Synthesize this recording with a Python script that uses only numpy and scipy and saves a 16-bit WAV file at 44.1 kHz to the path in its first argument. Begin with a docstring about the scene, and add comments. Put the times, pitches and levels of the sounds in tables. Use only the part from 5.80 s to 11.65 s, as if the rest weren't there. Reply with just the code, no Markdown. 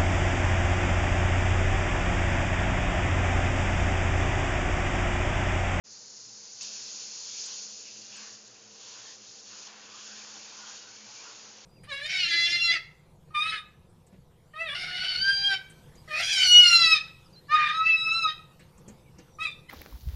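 """Insulation foam sprayed between attic rafters, a few metres away; pump rig and blower hum throughout.
First the nozzle hisses with a thin fan of droplets. At 0.8 s the trigger opens fully: pressure surges,
the fan spreads and sizzles, a low rush builds. The gun sweeps, droplets drum into the hollow bay,
pockets ring and three faint pips tick. From 2.5 s the flow chokes now and then;
from 3.7 s the spray drums louder on bare boards."""
import sys
import numpy as np
from scipy import signal
from scipy.fft import rfft, irfft, next_fast_len
from scipy.io import wavfile

SR = 44100
rng = np.random.default_rng(int(sys.argv[2]) if len(sys.argv) > 2 else 0)


def master(y):
    """Save y as 16-bit WAV."""
    cut = np.clip(np.atleast_2d(y).T, -1, 1)
    pcm = np.round(cut * 32767)  # scale
    wavfile.write(sys.argv[1], SR, pcm.astype(np.int16))


N = 257984
TIME_S = np.arange(N) / SR

# noise spectra: freq_hz, relative_density_db
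BLOWER_SPECTRUM = [(20, -9.5), (36, -12), (52, -10.5), (75, -17.5), (95, -15), (115, -0.5), (136, -6.5),
                   (200, -1.5), (250, -4.5), (305, 0.4), (365, -4.5), (410, 1), (510, -1.5), (565, -4),
                   (615, -0.5), (690, -5.5), (1100, -6.5), (2200, -9), (7000, -11)]
BAY_AIR_SPECTRUM = [(230, -5.5), (330, -1), (480, -0.5), (600, -3), (800, -12), (2000, -34.5)]
BOARD_SPECTRUM = [(120, -25), (300, -16), (550, -5), (720, -6), (790, -1), (860, -2.5), (1030, 0),
                  (1250, -3), (1480, 0.5), (2050, -5), (2400, -5.5), (3500, -9.5), (7000, -17)]
DROPLET_FAN_SPECTRUM = [(500, -24.5), (1500, -20), (2050, -14.5), (2400, -5), (2680, 0.5), (2950, -2),
                        (3250, -1), (3700, -1), (4500, -5), (7300, -13.5)]
NOZZLE_SPECTRUM = [(2000, -53.5), (3000, -20.5), (3350, -24), (3680, -11), (3980, -13.5), (4150, -2.5),
                   (4900, 0.5), (5700, 0.5), (6500, 2.5), (7000, 0.5), (7300, -7)]
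# rig hums: pitch_hz, rms_db, unsteady_share
RIG_HUMS = [(111.8, -78, .88), (116.4, -78.5, 0.96), (201, -78.5, 1), (450, -73.2, 0.82),
            (503.7, -75.5, 0.98), (789, -79, 1)]
# pump working against the hose: centre_s, swell_db, length_s
PUMP_LOADS = [(0.08, 10, 0.055), (0.54, 6.5, 0.14), (0.915, 14.5, 0.12), (1.08, 10, 0.14), (1.29, 6, 0.08),
              (1.58, 0, 0.072), (1.88, 12.5, 0.2), (2.18, 9.5, 0.22), (2.42, 10.5, 0.18), (2.62, 8.5, 0.18),
              (2.88, 10.5, 0.19), (3.4, 7, 0.1), (3.7, 7, 0.08), (4.0, 11, 0.16), (4.37, 14, 0.35),
              (4.6, 9.5, 0.1), (4.84, 9.5, 0.22), (5.24, 14.5, 0.083), (5.74, 10, 0.22)]
# landing spray, louder towards bare boards: time_s, relative_db
LANDING_CURVE = [(0.06, -71.5), (0.75, -68.5), (0.86, -61.5), (1.6, -62.5), (1.95, -67), (2.85, -68),
                 (3.65, -67.5), (3.73, -58), (4.6, -57), (5.15, -58.5), (5.55, -58.5), (5.85, -58.5)]
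# arm strokes across the boards: centre_s, swell_db, length_s
ARM_STROKES = [(1.71, 5, 0.13), (2.41, 9, 0.22), (3.19, 9.5, 0.28), (3.88, 2, 0.12), (4.87, 2, 0.17),
               (5.463, 1.5, 0.19)]
# hollows rung by the jet: centre_s, pitch_hz, relative_db, length_s, bandwidth_share
RINGING_POCKETS = [(0.842, 3660, -56, 0.049, 0.12), (0.892, 595, -67, 0.071, 0.38),
                   (1.266, 2220, -64.5, 0.11, 0.42), (1.52, 3420, -55, 0.11, 0.19),
                   (1.554, 2370, -60, 0.071, 0.23), (1.706, 1120, -62, 0.063, 0.47),
                   (1.723, 3150, -56, 0.05, 0.11), (2.082, 2670, -54.5, 0.044, 0.28),
                   (2.361, 2670, -55, 0.089, 0.3), (2.422, 1110, -64, 0.09, 0.2),
                   (2.425, 1640, -60, 0.14, 0.29), (3.065, 3370, -56.5, 0.11, 0.41),
                   (3.148, 1010, -65, 0.19, 0.34), (3.278, 1830, -62, 0.08, 0.2),
                   (3.282, 3430, -58, 0.088, 0.25), (3.474, 3400, -63, 0.07, .24),
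                   (3.752, 980, -66, 0.082, 0.42), (3.887, 930, -59.5, 0.058, 0.37),
                   (3.996, 1400, -64, 0.05, 0.4), (4.153, 1180, -59, 0.093, 0.32),
                   (4.212, 3200, -56.5, 0.23, 0.31), (4.322, 1520, -60, 0.066, 0.11),
                   (4.379, 1760, -62.5, 0.17, 0.23), (4.4, 2430, -57, 0.06, 0.2),
                   (4.508, 1090, -66, 0.083, 0.24), (4.658, 2390, -63, 0.15, 0.16),
                   (4.768, 990, -61.5, 0.11, 0.46), (4.842, 1452, -58, 0.075, 0.06),
                   (4.89, 1010, -56, 0.034, 0.49), (5.003, 2870, -63, 0.06, 0.067),
                   (5.058, 1460, -61, 0.092, .06), (5.226, 2310, -64.5, 0.17, .15),
                   (5.292, 834, -63, 0.053, 0.33), (5.4, 2350, -57, 0.05, .14),
                   (5.461, 1024, -58.5, 0.11, 0.24), (5.472, 1400, -59, 0.036, 0.16),
                   (5.77, 2980, -64, 0.048, 0.36)]
# pips above the hiss: centre_s, peak_db
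HIGH_PIPS = [(0.831, -46), (1.662, -47), (2.367, -48.5)]
# nozzle hiss, louder when aimed at the listener: time_s, relative_db
HISS_CURVE = [(0.06, -52), (0.11, -47), (0.26, -47.5), (0.38, -45.3), (0.54, -47), (0.8, -44), (0.87, -42),
              (0.97, -41.5), (1.08, -41), (1.24, -39), (1.29, -42), (1.43, -38.7), (1.53, -39.8),
              (1.6, -36), (1.69, -39.2), (1.79, -39), (1.87, -42.5), (1.95, -43.5), (2.25, -46),
              (2.46, -45.5), (2.56, -47.5), (2.7, -49.5), (2.79, -51.3), (2.89, -51), (2.98, -48),
              (3.09, -45.5), (3.17, -47), (3.29, -46.7), (3.42, -49), (3.65, -48), (3.77, -45.5),
              (4.02, -46), (4.26, -45), (4.46, -46.5), (4.63, -46), (4.75, -47.5), (4.88, -44),
              (5.03, -47.5), (5.17, -48), (5.36, -46.5), (5.6, -49), (5.85, -52.5)]
# flow chokes: start_s, depth_db, length_s
FLOW_CHOKES = [(0.46, -0.5, 0.06), (0.894, -3, 0.024), (1.125, -0.5, 0.04), (2.561, -4, 0.11),
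               (2.684, -4, 0.34), (3.358, -2.5, 0.11), (3.606, -4, 0.066), (3.877, -7, 0.37),
               (5.03, -3, 0.16), (5.194, -3, 0.11)]

BLOWER_DB, PUMP_IDLE_DB, PUMP_HZ = -59.4, -76, 213.5
PULL_S, SQUEEZE_S, SURGE_DECAY_S = 0.809, 0.55, 0.06
SURGE_HISS_DB, SURGE_LANDING_DB, SURGE_FAN_EXTRA_DB = 10.5, 3.5, 5.5
USUAL_HISS_DB, USUAL_LANDING_DB, USUAL_FAN_DB = -47, -58, -54.5
FAN_PER_HISS, FAN_PER_LANDING = 0.52, 0.41  # dB per dB
NARROW_FAN_DB, NARROW_SHARE_AT_PULL = -9, 0.22
SPRAY_TOP_HZ, CUTOFF_HZ = 7250, 8300


def from_db(db):
    """Decibels to gain."""
    return 10 ** (np.asarray(db) / 20)


def rms_one(x):
    """Scale to unit rms."""
    return x / np.sqrt(np.mean(x ** 2) + 1e-20)


def curve_db(rows):
    """Level curve at every sample."""
    return np.interp(TIME_S, *np.transpose(rows))


def bell(centre_s, length_s):
    """Gaussian, peak 1, length_s wide at half height."""
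    return np.exp2(-np.minimum((2 * (TIME_S - centre_s) / length_s) ** 2, 60))


def swells_db(rows):
    """Sum of bell-shaped level swells."""
    return sum(swell_db * bell(centre_s, length_s) for centre_s, swell_db, length_s in rows)


def drift(rate_hz):
    """Smooth random wander, about rate_hz turns a second; rms 1."""
    step, settle = 40, 2000
    pole = np.exp(-2 * np.pi * rate_hz * step / SR)
    noise = rng.standard_normal(N // step + settle + 2)
    slow = signal.lfilter([1], [1, -2 * pole, pole * pole], noise)[settle:]
    return np.interp(np.arange(N) / step, np.arange(len(slow)), rms_one(slow))


def coloured(x, spectrum):
    """Shape x by a spectrum table; rms 1."""
    points_hz, level_db = np.transpose(spectrum)
    size = next_fast_len(N)
    freq_hz = np.maximum(np.arange(size // 2 + 1) * SR / size, 1)
    gain = from_db(np.interp(np.log(freq_hz), np.log(points_hz), level_db))
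    low_cut = np.minimum(freq_hz / points_hz[0], 1) ** 2
    return rms_one(irfft(rfft(x, size) * gain * low_cut, size)[:N])


def resonance(x, pitch_hz, width_hz):
    """Two-pole resonance, peak gain 1."""
    r = np.exp(-np.pi * width_hz / SR)
    feedback = [1, -2 * r * np.cos(2 * np.pi * pitch_hz / SR), r * r]
    return signal.lfilter([(1 - r * r) / 2, 0, (r * r - 1) / 2], feedback, x)


def low_pass(x, cutoff_hz):
    """Steep elliptic cut."""
    return signal.sosfilt(signal.ellip(12, .2, 80, cutoff_hz, fs=SR, output="sos"), x)


def hum(pitch_hz, unsteady_share, waver_hz):
    """Machine tone, wavering in strength and phase; rms 1."""
    wander = (drift(waver_hz) + 1j * drift(waver_hz)) / np.sqrt(2)
    phasor = np.sqrt(1 - unsteady_share ** 2) + unsteady_share * wander
    return rms_one(np.real(phasor * np.exp(2j * np.pi * (pitch_hz * TIME_S + rng.random()))))


def rig():
    """Blower rushes and hums; pump drone swells with load."""
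    pump_db = PUMP_IDLE_DB + swells_db(PUMP_LOADS)
    pump = from_db(pump_db) * hum(PUMP_HZ, unsteady_share=0.3, waver_hz=6)
    hums = sum(from_db(db) * hum(hz, share, waver_hz=8.6) for hz, db, share in RIG_HUMS)
    blower = from_db(BLOWER_DB) * coloured(rng.standard_normal(N), BLOWER_SPECTRUM)
    return pump + hums + blower


def air_rush(level_db, build_s):
    """The fully open jet stirs the bay's air into a low rush."""
    envelope = 1 - np.exp(-np.maximum(TIME_S - PULL_S, 0) / build_s)
    return from_db(level_db) * envelope * coloured(rng.standard_normal(N), BAY_AIR_SPECTRUM)


def attic(x, t60_s, wet_db, patterns=6):
    """Short tail, damped by fresh foam; echo patterns crossfade as the gun moves."""
    delay_s = np.arange(SR // 4) / SR
    wet = np.zeros(N)
    for _ in range(patterns):
        tail = rng.standard_normal(len(delay_s)) * from_db(-60 * delay_s / t60_s) * (delay_s > .004)
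        tail /= np.sqrt(np.sum(tail ** 2) * patterns)
        wet += signal.oaconvolve(x * drift(rate_hz=2.4), tail)[:N]
    return x + from_db(wet_db) * wet


def pips(pitch_hz, length_s):
    """High pips, short enough to be heard as faint ticks."""
    envelope = sum(from_db(peak_db) * bell(centre_s, length_s) for centre_s, peak_db in HIGH_PIPS)
    return envelope * np.sin(2 * np.pi * pitch_hz * TIME_S)


def droplets(per_s, spread_db):
    """Random impulses, many small, few large; rms 1."""
    sizes = from_db(spread_db * np.minimum(rng.exponential(1, N), 4)) * rng.choice([-1, 1], N)
    return rms_one(sizes * (rng.random(N) < per_s / SR))


def swish(x, depth_db, rate_hz):
    """Foam builds up and the arm moves: each third-octave wanders in level; rms 1."""
    size = next_fast_len(N)
    spectrum = rfft(x, size)
    freq_hz = np.arange(len(spectrum)) * SR / size
    thirds = 3 * np.log2(np.clip(freq_hz, 500, 8000) / 500)
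    bands = (irfft(spectrum * np.maximum(1 - abs(thirds - k), 0), size)[:N] for k in range(13))
    return rms_one(sum(band * from_db(depth_db * drift(rate_hz)) for band in bands))


def pockets(gain_db, rise_octaves_per_s):
    """Each hollow rings as the jet crosses it, rising in pitch as it fills with foam."""
    out = np.zeros(N)
    jet = droplets(per_s=12000, spread_db=1.5)
    for centre_s, pitch_hz, relative_db, length_s, bandwidth_share in RINGING_POCKETS:
        near = abs(TIME_S - centre_s) < 2 * length_s
        offset_s = TIME_S[near] - centre_s
        width_hz = bandwidth_share * pitch_hz
        ring = rms_one(resonance(resonance(jet[near], pitch_hz, width_hz), pitch_hz, width_hz))
        warped_s = offset_s + np.log(2) * rise_octaves_per_s * offset_s ** 2 / 2
        envelope = from_db(relative_db + gain_db) * np.exp2(-2 * (offset_s / length_s) ** 2)
        out[near] += envelope * np.interp(warped_s, offset_s, ring)
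    return out


def landing_spray(envelope_db, gain_db, clump_db):
    """Droplets drum on the roof boards in uneven clumps."""
    patter = coloured(droplets(per_s=11000, spread_db=3.0), BOARD_SPECTRUM)
    patter = swish(patter, depth_db=1.13, rate_hz=3.1)
    return patter * from_db(envelope_db + gain_db + clump_db * drift(rate_hz=9.3))


def pressure_surge():
    """Stored hose pressure escapes at the trigger pull; decays from 1."""
    return (TIME_S >= PULL_S) * np.exp(-np.maximum(TIME_S - PULL_S, 0) / SURGE_DECAY_S)


def chokes_db(hold_exponent):
    """Flow drops abruptly, stays low, recovers."""
    dip_db = np.zeros(N)
    for start_s, depth_db, length_s in FLOW_CHOKES:
        recovery = np.clip((TIME_S - start_s) / length_s, 0, 1) ** hold_exponent
        dip_db += depth_db * (TIME_S >= start_s) * (1 - recovery)
    return dip_db


def spray_envelopes_db():
    """Trigger and arm drive hiss and landing; the fan follows both and widens with the squeeze."""
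    surge = pressure_surge()
    hiss_db = curve_db(HISS_CURVE) + SURGE_HISS_DB * surge + chokes_db(hold_exponent=1.7)
    landing_db = curve_db(LANDING_CURVE) + SURGE_LANDING_DB * surge + swells_db(ARM_STROKES)
    narrowness = (TIME_S < PULL_S) * np.clip((PULL_S - TIME_S) / SQUEEZE_S, NARROW_SHARE_AT_PULL, 1)
    fan_db = USUAL_FAN_DB + FAN_PER_HISS * (hiss_db - USUAL_HISS_DB)
    fan_db += FAN_PER_LANDING * (landing_db - USUAL_LANDING_DB)
    fan_db += NARROW_FAN_DB * narrowness + SURGE_FAN_EXTRA_DB * surge
    return hiss_db, fan_db, landing_db


def spray_gun(hiss_db, fan_db, hiss_gain_db, sputter_db, flutter_db):
    """The jet hisses and tears into droplets; both sputter with the uneven flow."""
    flow_db = sputter_db * drift(rate_hz=12) + flutter_db * drift(rate_hz=62)
    hiss = coloured(rng.standard_normal(N), NOZZLE_SPECTRUM)
    hiss = swish(hiss, depth_db=0.02, rate_hz=28)
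    fan = coloured(droplets(per_s=16000, spread_db=2.5), DROPLET_FAN_SPECTRUM)
    fan = swish(fan, depth_db=1.8, rate_hz=25)
    return (from_db(hiss_db + hiss_gain_db) * hiss + from_db(fan_db) * fan) * from_db(flow_db)


def scene():
    """Gun and landing spray in the attic, over rig and air rush; pips on top. Mono."""
    hiss_db, fan_db, landing_db = spray_envelopes_db()
    gun = spray_gun(hiss_db, fan_db, hiss_gain_db=1.0, sputter_db=0.39, flutter_db=0.3)
    boards = landing_spray(landing_db, gain_db=1.06, clump_db=1.0)
    hollows = pockets(gain_db=0.95, rise_octaves_per_s=0.25)
    spray = attic(gun + boards + hollows, t60_s=0.24, wet_db=-9)
    background = rig() + air_rush(level_db=-68, build_s=0.04)
    mix = low_pass(background + spray, SPRAY_TOP_HZ) + pips(pitch_hz=8004, length_s=0.0051)
    return mix[None]


def record(dry):
    """Quick fade-in, steep treble cut."""
    fade_in = np.clip((TIME_S - .038) / .022, 0, 1)
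    return low_pass(dry * fade_in, CUTOFF_HZ)


dry = scene()
out = record(dry)
master(out)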